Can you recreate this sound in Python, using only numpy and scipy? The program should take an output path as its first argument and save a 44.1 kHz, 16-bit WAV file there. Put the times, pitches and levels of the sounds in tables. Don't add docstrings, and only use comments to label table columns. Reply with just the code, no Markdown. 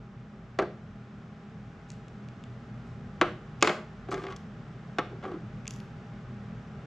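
import sys
import numpy as np
from scipy import signal
from scipy.fft import rfft, irfft, next_fast_len
from scipy.io import wavfile

SR = 44100
rng = np.random.default_rng(int(sys.argv[2]) if len(sys.argv) > 2 else 0)


def log_audio(samples):
    frames = np.atleast_2d(samples).T
    limited = np.clip(frames, -1, 1)
    pcm = np.round(limited * 32767).astype(np.int16)
    wavfile.write(sys.argv[1], SR, pcm)


N = 302526
TIME = np.arange(N) / SR
RING = TIME[:SR // 3]


def undb(db):
    return 10 ** (np.asarray(db) / 20)


def unit(x):
    return x / np.sqrt(np.mean(x ** 2))


def decay(t, t60):
    return np.exp(-np.log(1000) * t / t60)


def at(hz, points):
    f, value = np.transpose(points)
    return np.interp(np.log(hz + 1e-6), np.log(f), value)


def over_time(points):
    return np.interp(TIME, *np.transpose(points))


def peak_at(f, centre_hz, octaves):
    return 1 / (1 + (np.log2((f + 1) / centre_hz) / octaves) ** 2)


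def shape(x, gain):
    n = x.shape[-1]
    size = next_fast_len(n, real=True)
    spectrum = rfft(x, size) * gain(np.fft.rfftfreq(size, 1 / SR))
    return irfft(spectrum, size)[..., :n]


def butter(x, hz, kind, order=2):
    return signal.sosfilt(signal.butter(order, hz, kind, fs=SR, output="sos"), x)


def add(track, s, sound):
    start = int(s * SR)
    track[start:start + len(sound)] += sound[:N - start]


def swell(s, length, attack_s, release_s):
    t = TIME - s
    return np.clip(t / attack_s, 0, 1) * np.exp(-np.maximum(t - length, 0) / release_s)


def wander(rate):
    return unit(shape(rng.standard_normal(N), lambda f: 1 / (1 + (f / rate) ** 4)))


def even_noise(n, size=512, count=3):
    noise = rng.standard_normal(n)
    for _ in range(count):
        cells = signal.stft(noise, nperseg=size)[2]
        noise = signal.istft(cells / (np.abs(cells) + 1e-12))[1][:n]
    return noise


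def fading_noise(t, colour, decays):
    noise = unit(shape(even_noise(len(t)), colour))
    out = 0
    for hz, t60 in decays:
        share = [(f, float(f == hz)) for f, _ in decays]
        band = shape(noise, lambda f: at(f, share))
        out = out + band * decay(t, t60)
    return out


def ring(modes, weight, scatter_db, lag_rad=1.693):
    hz, db, t60 = np.transpose(modes)
    size = undb(db + scatter_db * rng.standard_normal(len(hz))) * weight(hz)
    lag = lag_rad * np.arange(len(hz))[:, None]
    swing = np.sin(2 * np.pi * np.outer(hz, RING) - lag)
    return size @ (swing * decay(RING, t60[:, None]))


# start_s, level_db of the rim contact,
# contact_hz (corner of the rim contact, high is hard), damping_db_per_s (by the pressing hand),
# thump_db (panel boost at the rim contact), pitch_hz (of the thump), rim_spot_hz and base_spot_hz
# (what each spot favours), tilt_s (time until it lies flat), flat_db (flat contact relative to the rim)
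SET_DOWNS = [(0.5886, -19, 1420, 205, -3.5, 395.4, 430, 674, 0.0077, -4.5),
             (0.6192, -32, 1000, 192, 1, 405, 704, 1550, 0.0056, 4),
             (3.2130, -18.5, 2580, 113, -4.5, 367, 1300, 335, 0.0063, -6.5),
             (3.625, -20.5, 5160, 127.5, 0, 432.5, 1200, 2000, 0.021, -8.5),
             (3.6734, -24.5, 3400, 5, -5.5, 358, 1150, 620, 0.0048, -5.5),
             (3.6935, -31, 3400, 40, 0.5, 358, 1540, 2020, 0.0042, 0),
             (4.0871, -36.5, 800, 192, 0, 383, 390, 366, 0.00553, -8),
             (4.1155, -34.5, 1690, 93, -8, 390, 1190, 1200, .007, 2),
             (4.1427, -44, 7000, 118, 4, 390, 2100, 1200, 0.011, -16),
             (4.1711, -44.5, 1200, 127, 3, 369, 480, 390, 0.00724, 2.5),
             (4.238, -44.5, 2380, 99, -5, 390, 1200, 754, 0.00274, -4),
             (4.2673, -43.5, 3300, 180, 5, 390, 2100, 1150, 0.018, -2),
             (4.252, -50, 3000, 153, 8, 390, 800, 1150, .003, -8),
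             (4.304, -50.5, 3000, 148, -5, 390, 1140, 1140, .008, 1),
             (4.324, -48, 4200, 117, -16, 400, 1140, 1160, .004, -8.5),
             (4.9850, -24.5, 2460, 271.5, -4, 350, 1180, 1245, .007, -4.5),
             (5.2375, -43.5, 1800, 198, -7, 390, 1340, 820, 0.0041, 2),
             (5.2523, -39.5, 1400, 142, -2, 380, 1200, 410, .0075, 1.5),
             (5.287, -54, 1300, 146, -3, 385, 1250, 1250, 0.0043, -5),
             (5.3164, -44, 1600, 197, 4.5, 365, 1270, 694, 0.0026, -7),
             (5.339, -39.5, 443, 149, 3.5, 331, 340, 337, 0.016, -6)]
RIM_SPOT_DB, BASE_SPOT_DB = 6, 13.5
FLAT_SOFTER, FLAT_THUMP_DB = 0.63, 0.5


def knocks(tap_db=19, crack_db=4, crack_s=0.0055):
    out = np.zeros(N)
    for (start_s, level_db, contact_hz, damping, thump_db, pitch_hz,
         rim_spot_hz, base_spot_hz, tilt_s, flat_db) in SET_DOWNS:
        rim_body = clack(rim_spot_hz) + board(thump_db, pitch_hz, rim_spot_hz, RIM_SPOT_DB)
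        flat_body = board(thump_db + FLAT_THUMP_DB, pitch_hz, base_spot_hz, BASE_SPOT_DB)
        rim = (start_s, level_db, contact_hz, rim_body)
        flat = (start_s + tilt_s, level_db + flat_db, contact_hz * FLAT_SOFTER, flat_body)
        for start, level, corner, body in (rim, flat):
            tap = undb(tap_db) * (RING == 0)
            noise = unit(shape(rng.standard_normal(len(RING)), lambda f: undb(at(f, GRAIN))))
            crack = undb(crack_db) * noise * np.exp(-RING / crack_s)
            held = body * undb(-damping * RING)
            add(out, start, undb(level) * contact(tap + crack + held, corner))
    return out


def clack(hz, level_db=1.5, t60_s=0.007):
    return undb(level_db) * np.sin(2 * np.pi * hz * RING) * decay(RING, t60_s)


def contact(x, hz, soft_share=0.66):
    soft = butter(x, hz, "low", order=2)
    hard = butter(x, hz, "low", order=1)
    return soft_share * soft + (1 - soft_share) * hard


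# pitch_hz, level_db (relative), t60_s
BOARD_MODES = [(203, -7, 0.09), (238, -10.5, .12), (290, -7.5, 0.085), (323, -13, .09), (358, -10.5, .3),
               (386, -9.5, .14), (433, -3, 0.08), (484, -5.5, .14), (583, -11.5, .18), (626, -15, 0.39),
               (712.6, -5.5, 0.13), (776, -9.5, .2), (841.5, -8.5, .25), (992, -9.5, .1),
               (1128, -5.5, 0.12), (1180, -4.5, .04), (1230, -7, .06), (1304, -6, 0.11), (1357, -6, .045),
               (1507, -9, .08), (1613, -3.5, .06), (1812, -14, .05), (2067, -14, .04), (2150, -7.5, .03),
               (2460, -19, .035), (3130, -16.5, .025), (3410, -3.5, .03), (3950, -10.5, .02),
               (4200, -14.5, .025), (5500, -14.5, .02), (6300, -5, .016)]
# (relative, per Hz)
GRAIN = [(50, -65), (160, -27), (300, 9.5), (480, 9.5), (800, 1), (920, -1.5), (1200, 4), (1850, 1.5),
         (2150, 5), (2700, 2), (4300, 0), (5050, -6.5), (5600, -2.5), (6800, -4), (9000, -9), (15000, -29)]
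# pitch_hz, t60_s
GRAIN_T60 = [(300, 0.093), (1200, 0.41), (2500, 0.1), (5000, 0.07), (10000, 0.0073)]
PANEL_DB, PANEL_T60_S = 4.5, 0.17


def board(thump_db, panel_hz, spot_hz, spot_db, modes_db=-3.5, grain_db=-1, thump_hz=480, spot_octaves=0.12):
    def weight(f):
        thump = thump_db / (1 + (f / thump_hz) ** 4)
        return undb(thump + spot_db * peak_at(f, spot_hz, spot_octaves))
    grain = fading_noise(RING, lambda f: undb(at(f, GRAIN)) * weight(f), GRAIN_T60)
    panel = ring([(panel_hz, PANEL_DB, PANEL_T60_S)], weight, scatter_db=0)
    modes = ring(BOARD_MODES, weight, scatter_db=1)
    return undb(modes_db) * (panel + modes) + undb(grain_db) * grain


# start_s, length_s, level_db, contact_hz (corner),
# thump_db (panel boost), spot_hz (what the spot favours)
DRAGS = [(4.121, 0.023, -36.5, 2800, 4, 2140), (4.16, 0.031, -36.5, 2980, 8, 1180),
         (4.215, 0.033, -39, 2600, 10.5, 780), (4.284, 0.033, -46.5, 2670, -13, 1130),
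         (5.092, 0.064, -44, 637, 7, 1000), (5.221, 0.019, -43, 2010, -3, 1360),
         (5.268, 0.035, -38.5, 1400, 9, 1230), (5.327, 0.017, -42, 1600, 7, 1300)]


def slides(slips_per_s=750, spread_db=3.5, grit_db=-7, attack_s=0.004, release_s=0.011):
    out, n = np.zeros(N), len(RING)
    for start_s, length_s, level_db, contact_hz, thump_db, spot_hz in DRAGS:
        strength = undb(spread_db * rng.standard_normal(n).clip(-2, 2))
        slips = unit((rng.random(n) < slips_per_s / SR) * strength)
        drag = slips * swell(0, length_s, attack_s, release_s)[:n]
        force = undb(level_db) * contact(drag, contact_hz, soft_share=0.7)
        body = board(thump_db, 390, spot_hz, spot_db=10.5, spot_octaves=0.055)
        add(out, start_s, signal.fftconvolve(force, body / np.linalg.norm(body)))
        add(out, start_s, undb(grit_db) * butter(force, 1800, "high"))
    return out


# start_s,
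# level_db (peak before the rim's ring is added), pitch_hz (strongest), rim_db (ring of the rim)
TICKS = [(1.9030, -33.5, 6460, -16), (1.9175, -41, 6200, -20), (2.0828, -47, 5500, -33),
         (2.2867, -43, 3400, -27), (2.439, -39.5, 3550, -29), (3.2134, -20.5, 7270, -35),
         (3.6102, -37, 4700, -27), (3.6163, -29.5, 2590, -22.5), (3.6262, -8, 6540, -29.5),
         (3.6738, -24.5, 7000, -18), (4.142, -36.5, 7100, -15), (4.252, -51, 4200, -29),
         (4.283, -44, 3760, -29), (4.364, -39.5, 5500, -12), (5.656, -39, 2400, -20),
         (5.6692, -34, 3320, -22), (5.6785, -18.5, 7200, -12), (5.708, -28.5, 6100, -6),
         (5.738, -38, 6000, -5), (5.762, -42, 5500, 3), (5.787, -50, 5500, -2), (5.8021, -40, 3800, 3)]
# pitch_hz, level_db (relative), t60_s
PIECE_MODES = [(1750, 3.5, .007), (2330, 10, .007), (2710, 10.5, .007), (3400, 9.5, .005), (4630, -2, .005),
               (5760, -2.5, .005), (6680, 2.5, .007), (7700, -9, 0.013)]
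# pitch_hz, level_db (relative), t60_s
RIM_MODES = [(11200, -1, 0.042), (12800, 0.5, 0.02)]


def clicks(snap_db=7, snap_s=0.0011, spread_octaves=0.76, contact_hz=9200):
    out = np.zeros(N)
    for start_s, level_db, pitch_hz, rim_db in TICKS:
        def weight(f):
            return peak_at(f, pitch_hz, spread_octaves)
        noise = shape(rng.standard_normal(len(RING)), weight)
        snap = unit(butter(noise, 1100, "high", order=1)) * np.exp(-RING / snap_s)
        modes = ring(PIECE_MODES, weight, scatter_db=1.5)
        click = butter(modes + undb(snap_db) * snap, contact_hz, "low", order=3)
        rim = undb(rim_db) * ring(RIM_MODES, np.ones_like, scatter_db=4.5)
        add(out, start_s, undb(level_db) * (click + rim) / np.abs(click).max())
    return out


# start_s, length_s, level_db, attack_s (time to build up)
SCUFFS = [(1.885, 0.053, -68, .002), (4.106, 0.026, -51.5, 0.0048), (4.143, 0.095, -67.5, .01),
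          (4.286, 0.029, -65, .025), (4.32, .0045, -61, 0.0033), (4.361, 0.0043, -49, .003)]


def scuffs(centre_hz=5600, spread_octaves=1.0, release_s=0.0036):
    rasp = unit(shape(rng.standard_normal(N), lambda f: peak_at(f, centre_hz, spread_octaves)))
    pressure = 0
    for start_s, length_s, level_db, attack_s in SCUFFS:
        pressure = pressure + undb(level_db) * swell(start_s, length_s, attack_s, release_s)
    return rasp * pressure


# start_s, length_s, level_db (before the patchiness)
RUBS = [(1.702, 1.3, -84), (5.404, 1.2, -94)]


def fingers(low_hz=2200, high_hz=8500, patchy_db=5, attack_s=1, release_s=0.3):
    hiss = butter(butter(rng.standard_normal(N), low_hz, "high"), high_hz, "low")
    pressure = 0
    for start_s, length_s, level_db in RUBS:
        pressure = pressure + undb(level_db) * swell(start_s, length_s, attack_s, release_s)
    return unit(hiss) * pressure * undb(patchy_db * wander(12))


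# pitch_hz, level_db (relative)
ROOM_COLOUR = [(150, -1.5), (400, 4), (750, -1), (920, -8.5), (1400, -5), (3000, 0.5), (5000, -1),
               (7000, -7.5), (13000, 5.5)]
# pitch_hz, t60_s
ROOM_T60 = [(200, 0.26), (1000, 0.37), (4000, 0.32), (12000, 0.31)]


def room(x, first_s=0.0039, build_s=0.03, side_db=-7):
    t = TIME[:SR * 3 // 5]
    onset = 1 - np.exp(-np.maximum(t - first_s, 0) / build_s)
    echoes = []
    for _ in range(2):
        tail = onset * fading_noise(t, lambda f: undb(at(f, ROOM_COLOUR)), ROOM_T60)
        echoes.append(signal.fftconvolve(x, tail / np.linalg.norm(tail))[:N])
    mid, side = echoes
    return np.array([mid, undb(side_db) * side])


# pitch_hz, width_hz (sets how far and fast the pitch wavers),
# level_db (relative to the drone level)
HUM_LINES = [(52.5, 7.7, -12.5), (87.2, 5.8, -13.5), (121.4, 3.53, -4), (161.6, 4.1, -9), (205, 6.58, -6.5),
             (235, 5.94, -12.5), (386, 6.44, -18.5), (436, 16.6, -19.5), (595, 27.4, -26.5), (810, 5, -20)]
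# time_s, level_db (added to each line's own)
DRONE_LEVEL = [(0, -47.5), (1.2, -47.5), (3, -45), (4.8, -46.5), (6.4, -43.5), (6.86, -45)]


def drone(waver=0.59, drift=0.421, steady_hz=500):
    out = 0
    for pitch_hz, width_hz, level_db in HUM_LINES:
        drifting_hz = pitch_hz + drift * width_hz * wander(width_hz)
        phase = 2 * np.pi * np.cumsum(drifting_hz) / SR
        strength = 1 + waver / (1 + (pitch_hz / steady_hz) ** 2) * wander(width_hz + 3)
        out = out + undb(level_db) * unit(strength * np.sin(phase))
    return undb(over_time(DRONE_LEVEL)) * out


# (per Hz, before the rush level)
AIR_COLOUR = [(22, -87.5), (60, -88.5), (100, -72), (150, -66), (225, -72), (290, -80), (540, -84.5),
              (680, -84), (900, -90), (1300, -85), (2100, -94), (3600, -102), (4200, -106.5), (5600, -108),
              (7400, -114), (15000, -128)]
# time_s, level_db (added to the colour)
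RUSH_LEVEL = [(0, -5), (2.4, -1.62), (6.86, -0.5)]


def air(side_db=-7, gust_db=3, gust_hz=110):
    white = rng.standard_normal((2, N)) * np.sqrt(SR / 2)
    rush = shape(white, lambda f: undb(at(f, AIR_COLOUR)))
    rumble = shape(rush, lambda f: 1 / (1 + (f / gust_hz) ** 4))
    gusts = undb(gust_db * wander(3.9)) - 1
    mid, side = (rush + rumble * gusts) * undb(over_time(RUSH_LEVEL))
    return np.array([mid, undb(side_db) * side])


# time_s, level_db (quarter-cycle-early part of the side signal, relative to the direct sound)
DIRECT_WIDTH = [(.7, -29), (3, -17), (5.8, -16)]


def scene(board_room_db=-10.0, click_room_db=-7, louder_left=0.4, radiate_hz=170):
    wood = butter(knocks() + slides(), radiate_hz, "high", order=3)
    ticks = clicks() + scuffs() + fingers()
    direct = wood + ticks
    side = undb(over_time(DIRECT_WIDTH)) * shape(direct, lambda f: louder_left + 1j)
    echo = room(undb(board_room_db) * wood + undb(click_room_db) * ticks)
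    mid, side = np.array([direct + drone(), side]) + echo + air()
    return np.array([mid + side, mid - side])


# pitch_hz, level_db
MIC_RESPONSE = [(7300, 0.5), (8300, -5), (9500, -13), (13000, -17.5), (15400, -29.5)]
TOP_HZ = 15400


def record(dry, mono_hz=1150, leak_db=-44, rumble_db=3, rumble_hz=55):
    def width(f):
        rumble = undb(rumble_db) / (1 + (f / rumble_hz) ** 2)
        return undb(leak_db) + rumble + 1 - 1 / (1 + (f / mono_hz) ** 12)
    dry = dry * np.minimum(1, np.minimum(TIME, TIME[::-1]) / 0.003)
    mid = (dry[0] + dry[1]) / 2
    side = shape((dry[0] - dry[1]) / 2, width)
    sound = shape(np.array([mid + side, mid - side]), lambda f: undb(at(f, MIC_RESPONSE)))
    return signal.sosfilt(signal.ellip(8, 0.2, 70, TOP_HZ, fs=SR, output="sos"), sound)


dry = scene()
out = record(dry)
log_audio(out)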